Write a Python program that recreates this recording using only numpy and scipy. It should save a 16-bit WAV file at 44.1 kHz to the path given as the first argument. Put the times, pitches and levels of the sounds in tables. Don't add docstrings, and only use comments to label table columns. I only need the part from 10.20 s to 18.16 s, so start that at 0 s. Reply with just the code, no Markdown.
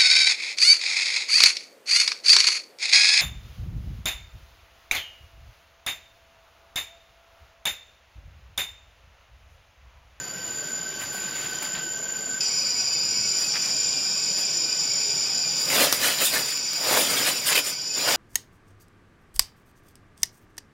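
import sys
import numpy as np
from scipy import signal
from scipy.fft import rfft, irfft
from scipy.io import wavfile
from scipy.ndimage import uniform_filter1d

SR = 44100
rng = np.random.default_rng(int(sys.argv[2]) if len(sys.argv) > 2 else 0)


def waveform_to_disk(signal):
    frames = np.transpose(np.atleast_2d(signal))
    scaled = np.clip(frames, -1, 1) * 32767
    samples = np.round(scaled).astype(np.int16)
    wavfile.write(sys.argv[1], SR, samples)


N = 351036
T = np.arange(N) / SR
HZ = np.fft.rfftfreq(N, 1 / SR)
MOVE_S = 2.206
IN_OPEN = np.clip((T - MOVE_S) / 0.0025, 0, 1)

# (frequency [Hz], level [dB])
ROCK_AIR_COLOUR = [(25, -22), (70, -3.5), (100, -2), (135, 7.5), (250, 5), (600, 4), (1100, -3), (2000, -3),
                   (3200, -14), (4200, -21), (5800, -23), (7500, -77), (15500, -55)]
OPEN_AIR_COLOUR = [(25, -23), (70, -9), (100, -5), (135, 4), (250, 0.5), (600, -1), (1100, -5), (2000, -8),
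                   (3200, -10), (4200, -3.5), (6000, -19), (9500, -48), (12000, -48), (15500, -28)]
# (time [s], level [dB])
OPEN_AIR_LEVEL = [(2.2, -42), (5.4, -41.5), (6.4, -44), (7.96, -46)]
ROCK_DRONE_LEVEL = [(0, -47), (.45, -41), (.74, -42.5), (.79, -39.5), (.845, -41), (.87, -60), (.91, -41),
                    (1.6, -42), (1.75, -40), (2.08, -43), (2.14, -36), (2.2, -43)]
# (frequency [Hz], width [Hz], level [dB])
ROCK_BODIES = [(3080, 620, -6.5), (3790, 340, -12), (4645, 130, 4), (4740, 150, -7.5), (5000, 140, 2.5),
               (5520, 160, -5), (5830, 290, -9), (6170, 170, -4.5), (6400, 80, -15)]
FEW_BODIES = [(2970, 550, -23), (3560, 34, -24), (3735, 48, -29), (4537, 60, -8), (4620, 53, -7),
              (4740, 45, -4), (4860, 83, -6), (4944, 110, -4), (5000, 50, 2.5), (5180, 60, -4),
              (5325, 45, -9), (5405, 52, -5.5), (5670, 160, -12), (5690, 79, -7.5), (5870, 65, -9.5),
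              (6140, 99, -15), (6450, 42, -31), (8030, 200, -26), (8360, 82, -22.5)]
CROWD_BODIES = [(3120, 650, -19.5), (3555, 17, -13.5), (3790, 56, -15.5), (4594, 130, -5.5),
                (4800, 120, -0.5), (4957, 113, 0), (5110, 61, -1), (5430, 134, -3), (5610, 190, -10),
                (5820, 116, -6.5), (6090, 140, -12), (6320, 120, -22), (7900, 350, -28), (8310, 260, -22.5)]
LOW_BODIES = [(2244, 22, -5), (2396, 56, -3.5), (2542, 25, -1)]
# (time [s], level [dB])
ROCK_CHORUS_LEVEL = [(0, -43), (1.0, -40), (1.45, -38), (1.8, -42), (2.2, -40.5)]
OPEN_CHORUS_LEVEL = [(2.2, -26), (3.07, -26), (3.5, -27), (5.4, -26.5), (5.85, -32.5), (6.55, -28.5),
                     (7.6, -32), (7.96, -27)]
LOW_VOICE_LEVEL = [(2.2, -42.5), (5.4, -43), (6.4, -43.5), (7.96, -46.5)]
# (frequency [Hz], width [Hz], level [dB])
SIZZLE_BANDS = [(9750, 105, -2), (11120, 500, 0.5), (11960, 580, -0.5), (13270, 220, -0.5),
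                (13900, 550, -13)]
RASP_BANDS = [(7200, 38, -12), (6903, 50, 6.5), (7080, 84, -10), (7060, 62, 1)]
EDGE_BANDS = [(6880, 54, 2.5), (6830, 61, 11), (7240, 89, 10), (6790, 69, -4), (6960, 100, -32)]
# (time [s], level [dB])
SIZZLE_LEVEL = [(0, -54.5), (2.2, -54), (3.5, -54.5), (5.4, -54), (7.96, -56)]
RASP_LEVEL = [(0, -47), (1.35, -43), (1.6, -41), (3.0, -41), (3.6, -41), (5.4, -40), (6.4, -55),
              (7.96, -44)]
EDGE_LEVEL = [(0, -54), (1.3, -52), (2.15, -40), (2.4, -58), (3.1, -52), (3.5, -37), (5.4, -44),
              (7.96, -53)]
WHINE_LEVEL = [(0.02, -38), (0.57, -31.5), (0.66, -35), (3.31, -29), (3.35, -33), (3.66, -28), (3.92, -34),
               (4.01, -30), (5.49, -30.5), (5.8, -38), (6.06, -30), (6.11, -34.5), (6.7, -30.5),
               (7.21, -36), (7.32, -30.5), (7.61, -39), (7.78, -30), (7.94, -31)]
# (time [s], pitch [Hz])
WHINE_CENTRE = [(0, 7030), (1.2, 7045), (2.2, 7072), (7.96, 7040)]
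# (peak time [s], rise [s], fall [s], bark [dB], grit [dB])
STICK_STROKES = [(.29, 0.081, 0.3, -53, -53), (.5, .055, 0.075, -52, -50),
                 (.825, 0.053, 0.075, -40.5, -41.5), (.965, 0.078, 0.09, -51, -42.5),
                 (1.25, 0.76, 0.47, -41, -48.5), (1.25, .025, 0.04, -36, -50),
                 (1.435, 0.027, 0.1, -37, -43), (1.57, .06, 0.1, -37, -69), (3.23, 0.12, 0.11, -41.5, -42),
                 (3.36, 0.053, 0.1, -37.5, -50), (3.46, 0.088, 0.12, -40.5, -47),
                 (4.19, .04, 0.079, -39.5, -43), (5.3, 0.83, .25, -48, -64)]
# (peak time [s], rise [s], fall [s], swish [dB], leaf edges [dB], flapping [dB], thud [dB])
BRANCH_SWEEPS = [(5.44, 0.15, .093, -42, -40.5, -46, -54), (5.55, 0.1, 0.065, -24, -30.5, -29, -36.5),
                 (5.62, 0.13, 0.12, -20.5, -27, -22.5, -31), (5.623, .01, .025, -29, -32, -25, -35),
                 (5.735, 0.051, 0.076, -27.5, -28, -33, -41), (5.86, 0.11, 0.16, -21.5, -28, -29, -38.5),
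                 (6.02, 0.038, 0.045, -23.5, -31, -27, -34.5), (6.055, 0.083, 0.1, -25, -22.5, -40, -53),
                 (6.15, 0.057, 0.12, -24.5, -29, -28, -35), (6.3, .11, 0.11, -32.5, -36, -53, -62),
                 (6.711, 0.0073, .016, -28, -38, -26, -29), (6.755, 0.17, 0.12, -25, -46, -21, -36),
                 (6.775, .007, 0.024, -37, -28, -25, -26), (6.815, 0.051, 0.043, -25.5, -24, -40, -35),
                 (6.903, .008, 0.088, -31, -29, -40, -46), (6.98, 0.48, 0.37, -26.5, -31, -32, -37),
                 (7.078, 0.04, 0.053, -22.5, -26, -27.5, -41), (7.285, 0.041, 0.059, -22, -23, -35, -44),
                 (7.326, 0.04, 0.035, -22, -43, -29, -38), (7.356, 0.016, .04, -17.5, -31, -30, -39),
                 (7.38, 0.024, 0.041, -20, -27, -29, -33), (7.48, 0.078, 0.075, -31.5, -32, -41.5, -45),
                 (7.79, 0.056, 0.14, -30, -44, -34.5, -41), (7.895, 0.085, .27, -24.5, -42, -24, -38)]
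# (frequency [Hz], level [dB])
SWISH_COLOUR = [(500, -33), (1000, -3), (1500, 1.5), (2700, 4.5), (4000, 2), (5500, -2), (7500, -5.5),
                (11000, -12)]
CRISP_COLOUR = [(2500, -37), (5000, -14), (7000, -2.5), (8500, 2.5), (11000, 1.5), (13000, -2.5),
                (15700, -2.5)]
FLAP_COLOUR = [(130, -21), (300, -19), (450, 0.5), (535, 6.5), (640, 3.5), (850, 0.5), (1200, -2.5),
               (2000, -5.5), (4000, -10)]
THUD_COLOUR = [(30, -32), (75, -21), (130, 0), (190, -2.5), (270, 4), (370, 0), (550, 2.5), (1500, -38)]
# (time [s], level [dB], ring [Hz], 60 dB decay [s], treble [dB])
TWIG_SNAPS = [(0.819, -25, 2580, .03, 2), (.931, -34, 11000, .02, 0), (.947, -26.5, 600, 0.033, -6),
              (1.16, -23, 3000, .04, 0), (1.4253, -18, 1370, .035, 4), (1.429, -25, 14200, .025, -10),
              (1.551, -23, 2500, .03, -10), (3.357, -19.5, 1910, 0.046, -30), (3.366, -19, 2000, .04, -30),
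              (3.174, -31, 9000, .02, 2), (4.186, -33, 5000, .025, 2), (5.415, -22, 9000, .04, 0),
              (5.502, -12, 2510, 0.034, 4), (5.585, -17, 3000, .015, -3), (5.622, -20, 1500, .027, 0),
              (5.7262, -1.5, 5050, 0.028, 5), (5.987, -13, 4000, .012, 0), (6.053, -10, 6000, .02, -7),
              (6.26, -20, 4800, .02, -4), (6.373, -18, 2870, 0.013, -3), (6.505, -37, 5000, .015, -4),
              (6.533, -16, 5100, 0.046, 6), (6.711, -10.5, 560, 0.021, -12), (6.773, -10, 700, .025, -10),
              (6.902, -19, 5000, .025, 8), (7.323, -14, 2950, 0.017, 2), (7.329, -15, 3500, .013, 9),
              (7.378, -12, 2400, 0.072, -5), (7.74, -25, 5000, .015, -3), (7.842, -22, 3500, .015, -2)]
# (frequency [Hz], width [Hz], gain [dB])
MIC_RESONANCE = (13270, 150, 4.5)


def amp(db):
    return 10 ** (np.asarray(db) / 20)


def unit(x):
    return x / np.sqrt(np.mean(x ** 2) + 1e-20)


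def noise():
    return rng.standard_normal(N)


def fader(levels):
    return amp(np.interp(T, *np.transpose(levels)))


def colour(x, spectrum):
    hz, db = np.transpose(spectrum)
    gain = amp(np.interp(np.log(HZ + 1), np.log(hz), db))
    return unit(irfft(rfft(x) * gain, N))


def resonances(x, body):
    power = sum(amp(db) ** 2 / (1 + ((HZ - hz) / width) ** 2) ** 3 for hz, width, db in body)
    return unit(irfft(rfft(x) * np.sqrt(power), N))


def drift(rate):
    return unit(irfft(rfft(noise()) / (1 + (HZ / rate) ** 4), N))


def scatter(x, delay_s):
    delay = np.interp(HZ, np.linspace(0, SR / 2, 300), rng.uniform(0, delay_s, 300))
    return irfft(rfft(x) * np.exp(-2j * np.pi * np.cumsum(delay) * SR / N), N)


def shimmer(x, depth_db, size=2048):
    frames = dict(nperseg=size, noverlap=size * 3 // 4)
    bands = signal.stft(x, **frames)[2]
    fading = uniform_filter1d(rng.standard_normal(bands.shape), size=3, axis=0)
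    fading = unit(uniform_filter1d(fading, size=9, axis=1))
    out = signal.istft(bands * amp(depth_db * fading), **frames)[1][:N]
    return out / np.sqrt(uniform_filter1d(out ** 2, size=6001) + 1e-12)


def air():
    by_rock = amp(-43.5) * shimmer(colour(noise(), ROCK_AIR_COLOUR), depth_db=3)
    in_open = fader(OPEN_AIR_LEVEL) * shimmer(colour(noise(), OPEN_AIR_COLOUR), depth_db=3)
    return (1 - IN_OPEN) * by_rock + IN_OPEN * in_open


def singers(hz, spread_hz, waver_hz, flutter_db, count=5):
    out = np.zeros(N)
    for offset in np.linspace(-1, 1, count):
        pitch = hz + offset * spread_hz + waver_hz * (drift(4.953) + drift(50.9))
        gain = np.exp(-offset ** 2) * amp(flutter_db * drift(26))
        out += gain * np.sin(2 * np.pi * np.cumsum(pitch) / SR)
    return unit(out)


def drone(open_db=-49.5, fade_db_per_s=1.1):
    by_rock = fader(ROCK_DRONE_LEVEL) * singers(1537, spread_hz=44, waver_hz=9, flutter_db=3, count=4)
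    open_gain = amp(open_db - fade_db_per_s * (T - MOVE_S))
    in_open = open_gain * singers(1520, spread_hz=36, waver_hz=9, flutter_db=3)
    return np.where(T < MOVE_S, by_rock, in_open)


def sizzle():
    return fader(SIZZLE_LEVEL) * resonances(noise(), SIZZLE_BANDS)


def whine():
    hz = np.interp(T, *np.transpose(WHINE_CENTRE))
    voices = fader(WHINE_LEVEL) * singers(hz, spread_hz=72, waver_hz=11, flutter_db=2.5, count=7)
    rasp = fader(RASP_LEVEL) * resonances(noise(), RASP_BANDS)
    edge = fader(EDGE_LEVEL) * resonances(noise(), EDGE_BANDS)
    return voices + rasp + edge


def cicadas(body, jitter, throb_db, hiss_db, count=3, typical_beats_per_s=97):
    buzz = np.zeros(N)
    for _ in range(count):
        own_rate = typical_beats_per_s * rng.uniform(.9, 1.15)
        rate = own_rate * (1 + .002 * drift(2) + jitter * drift(40))
        rib = np.floor(np.cumsum(rate) * 4 / SR).astype(int)
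        clicks = np.diff(rib, prepend=0) * np.array([1, .6, .35, .1])[rib % 4]
        buzz += scatter(clicks - clicks.mean(), delay_s=.02) * amp(throb_db * drift(23))
    return resonances(unit(buzz) + amp(hiss_db) * noise(), body)


def chorus(cut_click_db=9, cut_click_s=.0079):
    faint = shimmer(cicadas(ROCK_BODIES, jitter=.007, throb_db=1.5, hiss_db=-9), depth_db=3.8, size=4096)
    few = cicadas(FEW_BODIES, jitter=.001, throb_db=2.5, hiss_db=-13, count=4)
    few = shimmer(few, depth_db=4.8, size=4096)
    crowd = shimmer(cicadas(CROWD_BODIES, jitter=.008, throb_db=2, hiss_db=-2), depth_db=2.8)
    joined = np.clip((T - 3.0) / 0.4, 0, 1)
    buzz = np.sqrt(1 - joined) * few + np.sqrt(joined) * crowd
    cut_click = amp(cut_click_db * np.exp(-abs(T - MOVE_S) / cut_click_s))
    low_voice = fader(LOW_VOICE_LEVEL) * shimmer(resonances(noise(), LOW_BODIES), depth_db=4.5)
    by_rock = fader(ROCK_CHORUS_LEVEL) * faint
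    in_open = fader(OPEN_CHORUS_LEVEL) * cut_click * buzz + low_voice
    return (1 - IN_OPEN) * by_rock + IN_OPEN * in_open


def strokes(rows, drop_db, roundness):
    t, power = T[::32], 0
    for peak_s, rise, fall, *levels_db in rows:
        away = np.maximum((peak_s - t) / rise, (t - peak_s) / fall)
        power = power + amp(np.array(levels_db)[:, None] - drop_db * away ** roundness) ** 2
    return [np.interp(T, t, np.sqrt(p)) for p in power]


def crackle(per_s, spread_db, clump_db, patch_db, cycles, pitches=24):
    t, out = np.arange(512) / SR, np.zeros(N)
    for hz in np.geomspace(250, 15000, pitches):
        at = rng.integers(0, N, int(per_s * N / SR / pitches))
        patches = np.interp(at, np.linspace(0, N, 220), rng.standard_normal(220))
        size_db = spread_db * np.minimum(rng.exponential(1, len(at)), 3) + patch_db * patches
        contacts = np.bincount(at, rng.choice([-1, 1], len(at)) * amp(size_db), N)
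        grain = np.sin(2 * np.pi * hz * t) * np.exp(-t * hz / cycles) * hz
        out += signal.oaconvolve(contacts, grain)[:N]
    spectrum = rfft(out)
    even = irfft(spectrum / np.sqrt(uniform_filter1d(abs(spectrum) ** 2, size=2001) + 1e-9), N)
    return unit(even * amp(clump_db * drift(31)))


def scraping(rub_rock_db=-49, rub_open_db=-53):
    bark_gain, grit_gain = strokes(STICK_STROKES, drop_db=30.5, roundness=1.87)
    rubbing = amp(np.where(T < MOVE_S, rub_rock_db, rub_open_db))
    grains = crackle(per_s=14000, spread_db=2.4, clump_db=1.2, patch_db=2, cycles=2.5)
    ticks = crackle(per_s=70000, spread_db=2.4, clump_db=.8, patch_db=1.5, cycles=6)
    bark = colour(grains, [(150, -1), (500, 5), (1200, 8.5), (2600, 9.5), (4000, 4.5),
                           (7000, -30), (12000, -60)])
    grit = colour(ticks, [(3000, -10), (7000, -3), (11000, 7.5), (15500, -2.5)])
    return np.hypot(bark_gain, rubbing) * bark + grit_gain * grit


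def leaves():
    swish_gain, crisp_gain, flap_gain, thud_gain = strokes(BRANCH_SWEEPS, drop_db=20.5, roundness=1.49)
    sliding = crackle(per_s=18000, spread_db=2.8, clump_db=.6, patch_db=2, cycles=4)
    edges = crackle(per_s=60000, spread_db=2.8, clump_db=.6, patch_db=2, cycles=7)
    blades = crackle(per_s=8000, spread_db=2.8, clump_db=.7, patch_db=1.6, cycles=2.5)
    swish = swish_gain * shimmer(colour(sliding, SWISH_COLOUR), depth_db=3.2, size=1024)
    crisp = crisp_gain * colour(edges, CRISP_COLOUR)
    flap = flap_gain * colour(blades, FLAP_COLOUR)
    thud = thud_gain * colour(noise(), THUD_COLOUR)
    return swish + crisp + flap + thud


def snaps(crack_s=.0007, ring_db=-8, echo_db=-23, echo_t60_s=.12):
    out, t = np.zeros(N), np.arange(4096) / SR
    crack = np.exp(-t / crack_s)
    echo = amp(echo_db - 60 * t / echo_t60_s)
    for start_s, db, hz, t60, treble_db in TWIG_SNAPS:
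        ring = amp(ring_db - 60 * t / t60)
        burst = rng.standard_normal(len(t)) * (crack + ring + echo)
        stem = signal.iirpeak(hz, 1, SR)
        wood = signal.lfilter(*stem, signal.lfilter(*stem, burst))
        snap = unit(wood) + amp(treble_db) * unit(burst)
        part = out[round(start_s * SR):][:len(t)]
        part += (amp(db) * snap / abs(snap).max())[:len(part)]
    low_cut = signal.butter(2, 220, "highpass", fs=SR, output="sos")
    return signal.sosfilt(low_cut, out)


def scene():
    forest = air() + drone() + sizzle() + whine() + chorus()
    handling = scraping() + leaves() + snaps()
    return (forest + handling)[None]


def record(dry):
    hz, width, db = MIC_RESONANCE
    heard = irfft(rfft(dry) * amp(db / (1 + ((HZ - hz) / width) ** 4)), N)
    band_limit = signal.firwin(511, 15800, window=("kaiser", 9), fs=SR)
    return signal.oaconvolve(heard, band_limit[None], "same")


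dry = scene()
out = record(dry)
waveform_to_disk(out)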